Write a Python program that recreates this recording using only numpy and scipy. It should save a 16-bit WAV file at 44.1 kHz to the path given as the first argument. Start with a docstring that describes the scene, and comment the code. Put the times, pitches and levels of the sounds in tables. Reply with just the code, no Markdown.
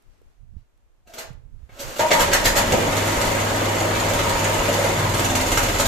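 """A home-made band sawmill in a concrete shed, heard in stereo from a hand-held camera.
First the hush of the shed, with fingers rumbling right at the microphones and a sleeve rustling.
At 1.1 s the starter rope is taken up, at 1.7 s pulled: it rasps, pawls click, the engine pumps air.
At 2 s the single-cylinder four-stroke catches with a honk, barks and shakes the steel frame into clanks.
From 2.7 s it drones steadily; from 4.9 s it is throttled back until it knocks once a cycle."""
import sys
import numpy as np
from scipy import signal
from scipy.fft import rfft, irfft, next_fast_len
from scipy.io import wavfile

SR = 44100
rng = np.random.default_rng(int(sys.argv[2]) if len(sys.argv) > 2 else 0)


def to_wav(s):
    """Save 16-bit WAV."""
    ch = np.atleast_2d(s).T  # columns
    pcm = np.round(np.clip(ch, -1, 1) * 32767)  # PCM
    wavfile.write(sys.argv[1], SR, pcm.astype(np.int16))


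N = 258867
TIME = np.arange(N) / SR


def amp(db):
    """Decibels to gain."""
    return 10 ** (np.asarray(db) / 20)


def unit(x):
    """Scales to rms 1."""
    return x / np.sqrt(np.mean(x ** 2) + 1e-20)


def curve(rows):
    """(time, value) rows joined by straight lines."""
    return np.interp(TIME, *np.transpose(rows))


def spectrum_at(points, hz):
    """(frequency, value) rows joined by straight lines in log frequency."""
    f, value = np.transpose(points)
    return np.interp(np.log(hz + 1), np.log(f + 1), value)


def swell(s, half):
    """A smooth hump of peak 1 centred on s."""
    return np.exp(-np.minimum(((TIME - s) / half) ** 2, 50))


def burst(s, decay):
    """An envelope that rises quickly to nearly 1 at s and dies away."""
    age = np.clip((TIME - s) / decay, 0, 50)
    return 2 * (np.exp(-age) - np.exp(-4 * age))


def wander(hz, hop=32):
    """Random drift of rms 1, up to about the given rate."""
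    size = next_fast_len(N // hop + 2)
    f = np.fft.rfftfreq(size, hop / SR)
    slow = unit(irfft(rfft(rng.standard_normal(size)) / (1 + (f / hz) ** 4), size))
    return np.interp(np.arange(N) / hop, np.arange(size), slow)


def grit(per_s, spread_db):
    """Dense tiny contacts of uneven size, rms 1."""
    sizes = amp(spread_db * np.minimum(rng.exponential(1, N), 4))
    return unit(rng.standard_normal(N) * sizes * (rng.random(N) < per_s / SR))


def fluttering(turns, rough, flutter_hz, alike=0.51):
    """A tone of rms 1 whose strength and phase flutter, only partly alike at the two microphones."""
    angle = 2 * np.pi * (turns + rng.random())
    cos, sin = np.cos(angle), np.sin(angle)
    shared, *own = (wander(flutter_hz) * cos + wander(flutter_hz) * sin for _ in range(3))
    flutter = np.sqrt(alike) * shared + np.sqrt(1 - alike) * np.array(own)
    return (np.sqrt(2) * cos + rough * flutter) / np.hypot(1, rough)


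def colour(x, spectrum, peaks=(), size=4096):
    """Causal filter of unit energy: a broad spectrum lifted at its resonances."""
    hz = abs(np.fft.fftfreq(size, 1 / SR))
    lifts = sum(lift / (1 + (2 * (hz - f) / width) ** 2) for f, width, lift in peaks)
    log_gain = np.log(amp(spectrum_at(spectrum, hz) + lifts))
    response = np.fft.ifft(np.exp(np.conj(signal.hilbert(log_gain)))).real  # minimum phase
    return signal.oaconvolve(x, response / np.linalg.norm(response))[:N]


def filtered(x, gain):
    """Applies a gain that is a function of frequency, without delay."""
    size = next_fast_len(N + SR // 4)
    return irfft(rfft(x, size) * gain(np.fft.rfftfreq(size, 1 / SR)), size)[..., :N]


def treble(x, hz):
    """The part of a sound above hz."""
    return filtered(x, lambda f: 1 - 1 / (1 + (f / hz) ** 4))


# room tone of the shed: (frequency [Hz], level [dB])
HUSH_COLOUR = [(30, -1), (150, 4), (350, 5), (900, -0.5), (2000, -6), (5000, -14), (7000, -13),
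               (10000, -19), (14500, -19)]
# its strength: (time [s], level [dB])
HUSH_LEVEL = [(0, -65.5), (.3, -66.5), (.45, -71), (1.0, -70.5), (1.5, -69.5), (1.7, -63), (5.87, -57)]
def room_tone():
    """The faint hush of the shed, unrelated at the two microphones."""
    hush = np.array([colour(rng.standard_normal(N), HUSH_COLOUR) for _ in range(2)])
    return hush * amp(curve(HUSH_LEVEL))


# fingers shifting on the camera: (time [s], half length [s], left level [dB], right level [dB])
FINGER_RUBS = [(.09, 0.064, -47, -65), (0.258, 0.059, -48.5, -58), (0.435, 0.048, -62, -41),
               (0.559, 0.059, -60, -35.5), (.85, 0.15, -64, -60), (1.056, 0.088, -58, -52),
               (1.318, 0.065, -60, -35), (1.53, 0.13, -64, -36), (1.74, .03, -50, -42),
               (1.875, 0.06, -41, -34)]
# a light grip, then a firm rub: (frequency [Hz], level [dB])
GRIP_COLOUR = [(10, -9), (30, 4.5), (60, -7.5), (100, -22), (150, -40), (250, -56), (600, -68), (2000, -71)]
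RUB_COLOUR = [(30, -15), (70, 1), (125, -3), (180, -16.5), (260, -26), (600, -53), (2000, -66)]
# soft bumps by the right microphone: (time [s], level [dB], frequency [Hz], decay [s])
CAMERA_BUMPS = [(0.216, -44, 427, 0.0031), (.537, -45, 170, 0.0055), (.566, -21.5, 70, 0.007),
                (1.303, -28.5, 135, 0.0089), (1.628, -28.5, 55, 0.015), (1.84, -34, 125, 0.019),
                (1.88, -34, 135, 0.013)]
# tiny ticks of clothing: (time [s], level [dB])
CLOTHING_TICKS = [(.023, -60), (.217, -65), (.776, -70), (1.331, -55)]
def handling(grip_db=-60.5, firm_db=-42, rub_db=-4, rumble_db=-3, bump_left_db=-22, tick_s=0.0017):
    """Fingers right at the microphones: a rumble that brightens with pressure and soft bumps; faint ticks of
    clothing."""
    def rumble(pressure):
        firmness = np.minimum(pressure / amp(firm_db), 1)
        rub = colour(rng.standard_normal(N), RUB_COLOUR) * amp(rub_db) * firmness
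        return (colour(rng.standard_normal(N), GRIP_COLOUR) + rub) * amp(rumble_db) * pressure
    bumps = sum(amp(db) * burst(s, decay) * np.sin(2 * np.pi * hz * (TIME - s))
                for s, db, hz, decay in CAMERA_BUMPS)
    shifts = sum(amp([[left], [right]]) * swell(s, half) for s, half, left, right in FINGER_RUBS)
    ticks = sum(amp(db) * burst(s, tick_s) for s, db in CLOTHING_TICKS) * rng.standard_normal(N)
    rumbles = np.array([rumble(amp(grip_db) + shift) for shift in shifts])
    return rumbles + bumps * amp([[bump_left_db], [0]]) + ticks


# rustles of a sleeve: (time [s], half length [s], level [dB])
SLEEVE_RUSTLES = [(.03, .03, -73), (0.133, .05, -68.5), (.3, .04, -74), (0.582, .03, -70), (1.6, .05, -73)]
# its cloth: (frequency [Hz], level [dB])
CLOTH_COLOUR = [(200, 2), (1500, 2), (3500, -3), (5400, -3), (7000, -11), (14000, -16)]
def sleeve():
    """Cloth brushes on cloth as the arm moves."""
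    brushing = sum(amp(db) * swell(s, half) for s, half, db in SLEEVE_RUSTLES)
    return colour(grit(2500, 3) * brushing, CLOTH_COLOUR)


def pull(start, full, let_go, rise_db_per_s=181, fade_db_per_s=330):
    """Envelope of a pull: the rope gathers speed, runs, and slows when let go."""
    rise_db = -rise_db_per_s * np.maximum(full - TIME, 0)
    fade_db = -fade_db_per_s * np.clip(TIME - let_go, 0, 1)
    return (TIME >= start) * amp(rise_db + fade_db)


# pulls of the rope: (start [s], at full speed [s], let go [s], level [dB])
ROPE_PULLS = [(1.06, 1.187, 1.216, -36), (1.7, 1.813, 2.0, -34)]
# handle and pawls click, the handle knocks dully once more, then a short hiss comes just before the first
# firing (last row): # (time [s], dull level [dB], bright level [dB], bright decay [s])
CLICKS_AND_HISS = [(1.07, -49, -48, 0.0076), (1.095, -56, -51, .006), (1.136, -40, -31.5, 0.0041),
                   (1.181, -45, -23.5, 0.0036), (1.186, -42, -29, 0.003), (1.69, -42.5, -57, .005),
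                   (1.789, -46, -31, 0.01), (1.799, -43, -27.5, 0.009), (1.958, -31, -30.5, .012),
                   (1.983, -48, -23.5, .008)]
# the rope's rasp, then the dull and bright parts of clicks and hiss: (frequency [Hz], level [dB])
ROPE_COLOUR = [(100, -24), (230, -2.5), (350, 0), (560, 5.5), (800, 0.5), (1500, -2.5), (3000, -4.5),
               (5000, -8), (7000, -7), (9800, -16.5), (14000, -10.5)]
DULL_COLOUR = [(100, -8), (330, -2), (600, 3), (900, -8), (2600, -4), (4500, -25), (12000, -40)]
BRIGHT_COLOUR = [(200, -6.5), (700, -0.5), (1800, -4), (3500, 0), (5500, -2.5), (7200, -0.5), (9800, -12.5),
                 (12000, -3.5), (14500, -10)]
# resonances of the starter housing: (frequency [Hz], width [Hz], lift [dB])
HOUSING_PEAKS = [(344, 60, 3), (954, 80, 4.5), (1430, 140, 3), (1620, 130, 3.5), (2800, 600, 0),
                 (6900, 700, 2.5)]
def starter(dull_s=0.0082, hiss_hz=4500, slow_hiss_share=0.62):
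    """The rope rasps in its guide, brighter when fast; handle and pawls click; a short hiss follows."""
    rope = sum(amp(db) * pull(start, full, let_go) for start, full, let_go, db in ROPE_PULLS)
    rasp = colour(grit(7000, 1.6) * rope, ROPE_COLOUR, HOUSING_PEAKS)
    rasp -= (1 - slow_hiss_share) * (1 - rope / rope.max()) * treble(rasp, hiss_hz)
    dull_bursts = sum(amp(db) * burst(s, dull_s) for s, db, _, _ in CLICKS_AND_HISS)
    dull = colour(dull_bursts * rng.standard_normal(N), DULL_COLOUR, HOUSING_PEAKS)
    bright_bursts = sum(amp(db) * burst(s, decay) for s, _, db, decay in CLICKS_AND_HISS)
    return rasp + dull + colour(bright_bursts * grit(8000, 1.2), BRIGHT_COLOUR)


# pumped air: (time [s], half length [s], level [dB], frequency [Hz], roughness [ratio], flutter [Hz])
AIR_MOANS = [(1.097, .028, -52, 688, 2.7, 61), (1.196, 0.071, -44.5, 650, 2.5, 65),
             (1.817, 0.028, -36.5, 558, 0.34, 18), (1.91, 0.086, -44, 532, 1.1, 27)]
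def moans():
    """Turned over by the rope, the engine pumps air: hoarse at first, then a lower, clearer hoot."""
    return sum(amp(db) * swell(s, half) * fluttering(hz * TIME, rough, flutter_hz)
               for s, half, db, hz, rough, flutter_hz in AIR_MOANS)


# the engine runs up, holds and slows: (time [s], firing rate [Hz])
FIRING_RATE = [(1.995, 7.33), (2.3, 15.5), (2.5, 17.45), (2.68, 20.25), (3.6, 20.42), (4.6, 20.22),
               (4.85, 20.27), (5.0, 19.65), (5.6, 17.76), (5.87, 17.51)]
CATCH_S = FIRING_RATE[0][0]
def cycles():
    """Four-stroke cycles done since the first firing; the crank turns twice for each."""
    return np.cumsum(curve(FIRING_RATE) * (TIME >= CATCH_S)) / SR


def stroke(turn, start, decay):
    """A puff at the same point of every cycle once the engine fires; start and decay in cycles."""
    return np.exp(-((turn - start) % 1) / decay) * (turn > 0)


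# closing of the throttle: (time [s], share shut [0-1])
THROTTLE_SHUT = [(4.9, 0.1), (5.3, 1)]
def throttled(open_db, shut_db):
    """A gain that slides between two levels as the throttle shuts."""
    return amp(open_db + curve(THROTTLE_SHUT) * (shut_db - open_db))


# the engine picks up: (time [s], level [dB])
PICKUP_LEVEL = [(1.97, -60), (2.0, -1), (2.09, -5), (2.15, -1.5), (2.35, 0), (2.55, -2), (2.7, 1)]
# heavy firings, while catching and when the governor opens up: (time [s], level [dB])
HEAVY_FIRINGS = [(2.137, -34), (2.211, -21.5), (2.345, -31), (2.41, -32), (2.468, -19), (2.527, -29),
                 (2.58, -20), (2.68, -20), (2.735, -27), (2.788, -27), (2.89, -25), (3.183, -22),
                 (3.276, -20.5), (4.163, -23), (4.263, -25), (4.355, -24), (4.601, -23)]
# loose parts rattle a little more or less: (time [s], level [dB])
LOOSE_LEVEL = [(2.6, -29.5), (3.3, -28.5), (3.75, -30.5), (4.5, -28), (5.0, -30), (5.87, -29)]
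# engine body, loose parts and low thud: (frequency [Hz], level [dB])
BODY_COLOUR = [(60, -26.5), (130, -16.5), (250, -7), (420, -5), (560, -4), (760, -3), (950, -4.5),
               (1500, -9), (2200, -9), (4000, -21.5), (9000, -35.5)]
RATTLE_COLOUR = [(500, -27), (1500, -4), (2500, -2), (3500, 1), (5000, -2.5), (6200, -1), (7000, 2),
                 (8000, -5), (9800, -9.5), (12000, -6), (14500, -13.5)]
THUD_COLOUR = [(15, -16), (35, 0), (58, 1), (85, -2.5), (150, -5), (300, -11.5), (600, -32.5), (2000, -92)]
# resonances of the casing, then of the loose guards and tank: (frequency [Hz], width [Hz], lift [dB])
CASING_PEAKS = [(550, 60, 6), (626, 27, 2.5), (945, 52, 7), (1264, 25, 5), (1887, 27, 2.5), (2084, 35, 3),
                (7060, 910, 2.5)]
GUARD_PEAKS = [(2038, 36, 8), (2400, 50, 4), (2746, 50, 4), (2930, 55, 7), (3538, 57, 6.5),
               (6750, 190, 4.5), (8620, 600, 3), (13400, 900, 3.5)]
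PUSH_S = 0.01  # half length of a heavy firing's exhaust push
def engine(turn, uneven_db=2.5, body_db=-23.5, thud_db=-40, heavy_db=-6.5, thud_s=0.017):
    """Each cycle a firing knock, an exhaust puff and two valve slaps stir the casing, over fan rush."""
    strength = amp(uneven_db * rng.uniform(-1.3, 1, 200))[turn.astype(int)]
    knock = strength * throttled(open_db=-2.5, shut_db=7) * stroke(turn, 0, 0.08)
    exhaust = strength * stroke(turn, .2, 0.19)
    valves = stroke(turn, .76, 0.065) + 0.53 * stroke(turn, .55, 0.055)
    body = unit(rng.standard_normal(N) * (0.65 + knock + 0.9 * exhaust + 0.65 * valves))
    shaking = 0.72 + 1.8 * knock + 0.091 * exhaust + 1.4 * valves
    rattle = unit(grit(6000, 3.7) * shaking * amp(0.2 * wander(60)))
    heavy = sum(amp(db) * burst(s - PUSH_S, thud_s) for s, db in HEAVY_FIRINGS)
    thud = rng.standard_normal(N) * (amp(thud_db) * (0.95 + exhaust) + amp(heavy_db) * heavy)
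    sound = colour(body * amp(body_db) * throttled(open_db=0, shut_db=-3), BODY_COLOUR, CASING_PEAKS)
    sound += colour(rattle * amp(curve(LOOSE_LEVEL)), RATTLE_COLOUR, GUARD_PEAKS)
    sound += colour(thud, THUD_COLOUR)
    return sound * amp(curve(PICKUP_LEVEL))


# resonances of the muffler: (frequency [Hz], throttle open level [dB], throttle shut level [dB])
MUFFLER_TONES = [(553, -39, -50), (625, -42.5, -45), (945, -43, -47), (1258, -46, -54)]
def muffler_notes(turn, rough=1.3, flutter_hz=11):
    """The train of exhaust strokes keeps the muffler's resonances throbbing."""
    throb = unit(1 + 1.2 * stroke(turn, start=.2, decay=0.27)) * amp(curve(PICKUP_LEVEL))
    return throb * sum(throttled(open_db, shut_db) * fluttering(hz * TIME, rough, flutter_hz, alike=.4)
                       for hz, open_db, shut_db in MUFFLER_TONES)


# the first firing honks through the muffler: (frequency [Hz], level [dB])
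HONK_TONES = [(624, -24.5), (905, -25.5), (947, -25), (1240, -40)]
def honk(start_s=1.992, end_s=2.062, rise_s=0.0038, fade_s=0.019, rough=.65, flutter_hz=42):
    """The first slow exhaust stroke holds the muffler's resonances until the valve closes."""
    held = np.clip((TIME - start_s) / rise_s, 0, 1) * np.exp(-np.clip(TIME - end_s, 0, 1) / fade_s)
    return held * sum(amp(db) * fluttering(hz * TIME, rough, flutter_hz) for hz, db in HONK_TONES)


# blows in the shaken mill: (time [s], clash level [dB], treble lift [dB], ring level [dB], decay [s])
STEEL_BLOWS = [(1.993, -15, -9, -7.5, 0.0059), (2.105, -11, -10, -11, 0.0059),
               (2.113, -7.5, -11, -13, .0055), (2.126, -20, 4, -11, 0.012), (2.162, -22, -3, -9, 0.0048),
               (2.19, -15, 0, -12, .013), (2.204, -16, -2.5, -17, 0.011), (2.314, -18, -9, -28, 0.0079),
               (2.327, -16, 1, -24, 0.0065), (2.332, -11, 2.5, -30, 0.0032), (2.349, -13, -7, -31, 0.0042),
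               (2.445, -16.5, 3, -25, 0.0086), (2.453, -10, -1, -19, 0.0052), (2.468, -22, 7, -26, 0.0084),
               (2.552, -19, 1, -14.5, 0.01), (2.563, -15, 3, -12, .011), (2.578, -19, -1, -17, .006),
               (2.614, -31, 0, -23, .0043), (2.72, -13, 1, -16, 0.0026), (3.212, -16.5, 0, -28, 0.0048),
               (3.751, -29, -3, -32, .0025), (4.19, -17.5, -4, -28, 0.0045), (4.442, -16, -18, -30, 0.0052),
               (4.678, -23, -5, -30, .0069), (4.739, -17, -3, -28, .003), (4.788, -22, -2, -30, 0.0026),
               (4.837, -17, -2, -28, 0.0028), (5.142, -18, 3.5, -30, .003), (5.189, -19, -3, -22, .003),
               (5.242, -18, 2.5, -31, 0.0042), (5.351, -14, -1.5, -32, 0.0036),
               (5.402, -18, -8, -31, 0.0038), (5.516, -13.5, 0.5, -20, 0.004),
               (5.573, -8, -0.5, -16, 0.002), (5.629, -19, 1, -28, .003), (5.796, -15.5, 3, -21, .0052),
               (5.853, -15.5, 3.5, -28, 0.0041)]
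# steel clashing on steel: (frequency [Hz], level [dB])
CLASH_COLOUR = [(100, -21.5), (400, -2), (800, 0.5), (2000, 2), (3500, -2), (5000, -5.5), (7200, -3),
                (9800, -13.5), (12000, -7.5), (14500, -13)]
# modes of the steel frame: (frequency [Hz], level [dB], t60 [s])
FRAME_MODES = [(322, -9.5, 0.087), (461, -10, 0.1), (538, -1.5, 0.11), (578, 1, 0.067), (627, 2, 0.15),
               (709, -4, 0.062), (869, 2.5, 0.096), (920, -2, 0.08), (962, -1.5, 0.4), (1218, -11, 0.13),
               (1855, -12, 0.079), (2300, -23, 0.096)]
def clanks(clash_db=2, ring_db=-9.0, detune=0.014, crisp_hz=5060):
    """Loose steel parts chatter briefly at each blow and set the frame ringing, never twice alike."""
    hz, mode_db, t60 = np.transpose(FRAME_MODES)[:, :, None]
    t = TIME[:SR // 4]
    fade = amp(mode_db) * np.exp(-np.log(1000) * t / t60) * (1 - np.exp(-t / 0.00038))
    contacts = grit(14000, 1.3)
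    chatter, crisp, ring = np.zeros(N), np.zeros(N), np.zeros(N + len(t))
    for s, db, treble_db, frame_db, decay in STEEL_BLOWS:
        blow = amp(db) * burst(s, decay)
        chatter += blow
        crisp += (amp(treble_db) - 1) * blow
        shift, phase = rng.uniform(-1.1, 1, (2, len(FRAME_MODES), 1))
        modes = fade * np.sin(2 * np.pi * hz * (1 + detune * shift) * t + np.pi * phase)
        ring[round(s * SR):][:len(t)] += amp(frame_db) * modes.sum(0)
    clash = colour(chatter * contacts + treble(crisp * contacts, crisp_hz), CLASH_COLOUR, CASING_PEAKS)
    return amp(clash_db) * clash + amp(ring_db) * ring[:N]


# strong orders swell as the speed passes resonances of mount and pipe:
# (firing rate [Hz], crank shake [dB], exhaust boom [dB], then its three overtones [dB])
STRONG_ORDERS = [(10, -50, -45, -41, -53, -55), (15.2, -35, -38, -29, -48, -48),
                 (17.93, -31, -36, -35, -46, -48), (18.34, -42, -30.5, -44, -50, -50),
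                 (19, -35, -30, -28, -46, -46), (18.9, -38, -28.5, -33, -37, -44),
                 (19.77, -39, -29.5, -32, -42, -30.5), (19.76, -39, -31, -47, -48, -33.5),
                 (20.46, -42.5, -29.5, -44, -54, -41)]
def drone(turn, orders=(2, 5, 6, 7, 8), regular_s=2.68, early_db=-7, upset_db=-5.5, uneven_db=1.0):
    """Crank shake and exhaust boom: tones on multiples of the firing rate, as loud as the speed sets."""
    def tone(order):
        return np.sqrt(2) * np.cos(2 * np.pi * (order * turn + rng.random()))
    rates, *levels = np.transpose(STRONG_ORDERS)
    crank, boom, *overtones = (amp(np.interp(curve(FIRING_RATE), rates, db)) * tone(order)
                               for db, order in zip(levels, orders))
    # the boom builds once the firing is regular, and dips at each heavy firing
    early = .5 - .5 * np.tanh((TIME - regular_s) / 0.044)
    upset = np.minimum(sum(swell(s, half=0.032) for s, _ in HEAVY_FIRINGS), 1)
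    pipe = amp(early_db * early) * (boom * amp(upset_db * upset) + sum(overtones))
    return (crank + pipe) * amp(uneven_db * wander(10)) * (TIME >= CATCH_S)


# weak orders: (order, rounded for pitch [x firing rate], throttle open level [dB], shut level [dB])
WEAK_ORDERS = [(3, -66, -56), (4, -54, -47), (9, -72, -44.5), (10, -51, -51), (11, -42, -46),
               (11.96, -42.5, -48), (13, -47.5, -54), (14, -45, -36), (16, -41.5, -55.5), (16.9, -47, -43),
               (18, -47.5, -42), (19, -44.5, -48), (22, -49.5, -47), (23, -42, -49.5), (26, -46, -60),
               (28, -39.5, -64), (31, -45, -44.5), (31.9, -47, -44), (38, -59, -43), (40, -69, -42)]
def hum(turn, waver=0.042, flutter_hz=6):
    """The engine's weaker orders, wavering more the higher they lie."""
    tones = sum(throttled(open_db, shut_db)
                * fluttering(round(order) * turn, waver * order, flutter_hz, alike=0.83)
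                for order, open_db, shut_db in WEAK_ORDERS)
    return amp(2 * curve(PICKUP_LEVEL)) * tones


def exhaust_pushes(turn, labour_hz=19, labour_db=-29, at_cycles=0.15, width_cycles=0.11):
    """A heavy firing shoves out a slug of gas, a low pulse; throttled below labour_hz, every one does."""
    heavy = sum(amp(db) * (.5 * swell(s, 2 * PUSH_S) - swell(s, PUSH_S)) for s, db in HEAVY_FIRINGS)
    offset = (turn - at_cycles + .5) % 1 - .5
    slug = np.exp(-(offset / width_cycles) ** 2)
    slow = .5 + .5 * np.tanh((labour_hz - curve(FIRING_RATE)) / .5)
    labour = curve(THROTTLE_SHUT) * (TIME > THROTTLE_SHUT[0][0]) * slow
    return heavy + amp(labour_db) * labour * (slug.mean() - slug)


# barks at the muffler: (time [s], gust level [dB], ring level [dB], decay [s])
MUFFLER_BARKS = [(2.204, -31, -25, 0.036), (2.318, -29, -23, 0.025), (2.561, -23, -21, 0.016),
                 (2.605, -30, -24, .012), (2.68, -23, -40, .012), (2.721, -12.5, -34, 0.0073),
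                 (2.735, -16.5, -25, 0.012), (2.777, -21, -34, 0.0081), (3.274, -27, -29, 0.02),
                 (4.202, -26, -30, 0.02), (4.266, -27, -34, .02), (4.678, -21, -18, 0.02),
                 (4.786, -30, -22.5, .018), (4.835, -30, -28, 0.015), (5.576, -21.5, -29, 0.013),
                 (5.798, -26, -24.5, 0.015)]
# their gusts: (frequency [Hz], level [dB])
GUST_COLOUR = [(50, -16), (130, -4), (280, -2.5), (420, -2.5), (570, 2.5), (720, 0), (900, -17),
               (2000, -35), (6000, -55)]
def barks():
    """A rich charge leaves the muffler as a short, hollow gust."""
    gusts = sum(amp(db) * burst(s, decay) for s, db, _, decay in MUFFLER_BARKS)
    return colour(gusts * rng.standard_normal(N), GUST_COLOUR)


def muffler_ring(hz=565.6, rough=0.89, flutter_hz=30):
    """Each gust sets the muffler ringing on one unsteady note."""
    ringing = sum(amp(db) * burst(s, decay) for s, _, db, decay in MUFFLER_BARKS)
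    return ringing * fluttering(hz * TIME, rough, flutter_hz)


# reverberation of the concrete shed: (frequency [Hz], t60 [s])
WALL_T60 = [(100, 2.3), (500, 0.45), (2000, 0.35), (6000, 0.27), (14000, 0.18)]
def walls(x, size=22000, spacing=12, near_db=-3.5, near_s=0.007):
    """One random pattern of dense wall echoes, unrelated at the two microphones."""
    taps = np.zeros((2, size))
    arrivals = np.arange(5 * spacing, size - spacing, spacing)
    arrivals = arrivals + rng.integers(0, spacing, (2, len(arrivals)))
    np.put_along_axis(taps, arrivals, rng.choice([-1., 1.], arrivals.shape), 1)
    hz, t, spectra = signal.stft(taps, SR, nperseg=256)
    fade = amp(-60 * t / spectrum_at(WALL_T60, hz)[:, None])
    fade *= 1 + amp(near_db) * np.exp(-t / near_s)  # floor and nearest wall thicken the first echoes
    fade /= np.sqrt(np.mean(fade ** 2, 1, keepdims=True) * size / spacing)
    echo = signal.istft(spectra * fade, SR, nperseg=256)[1]
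    return signal.oaconvolve(x[None], echo, axes=1)[:, :N]


# balance where the camera is held: (frequency [Hz], echo over direct sound [dB])
ECHO_BALANCE = [(40, -19), (120, -9), (250, -4.5), (500, 1), (1000, 11), (4000, 7), (14000, 19.5)]
def shed(x, turn, patterns=4):
    """Direct sound plus several echo patterns, cross-faded each cycle to keep the reverb diffuse."""
    def direct(hz):
        return 1 / np.sqrt(1 + amp(spectrum_at(ECHO_BALANCE, hz)) ** 2)
    shares = [np.sqrt(2 / patterns) * np.cos(2 * np.pi * (k // 2 + 1) * turn + k * np.pi / 2)
              for k in range(patterns)]
    echoes = sum(walls(x * share) for share in shares)
    return filtered(x, direct) + filtered(echoes, lambda hz: np.sqrt(1 - direct(hz) ** 2))


def scene():
    """The mill echoes round the shed; hollow notes, drone and pushes reach the microphones directly."""
    turn = cycles()
    echoing = sleeve() + starter() + engine(turn) + clanks() + barks()
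    hollow = moans() + muffler_notes(turn) + honk() + muffler_ring()
    direct = hollow + drone(turn) + hum(turn) + exhaust_pushes(turn)
    return room_tone() + handling() + shed(echoing, turn) + direct


# the camera's microphone ports: (frequency [Hz], left minus right [dB])
PORT_BALANCE = [(60, 1.3), (160, 0), (450, -1), (750, 0), (1200, 1.5), (2000, 0), (3300, -0.7),
                (5400, -2.5), (7000, -4.5), (9000, 4.5), (14000, -3)]
def record(dry, ceiling=.9, edge_hz=14350):
    """Each microphone port colours the sound its own way; peaks are rounded and the top is cut off."""
    heard = filtered(dry, lambda hz: amp(np.outer([.5, -.5], spectrum_at(PORT_BALANCE, hz))))
    rounded = heard / (1 + (heard / ceiling) ** 6) ** (1 / 6)
    lowpass = signal.firwin(401, edge_hz, window=("kaiser", 9), fs=SR)
    return signal.oaconvolve(rounded, lowpass[None], "same")


dry = scene()
out = record(dry)
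to_wav(out)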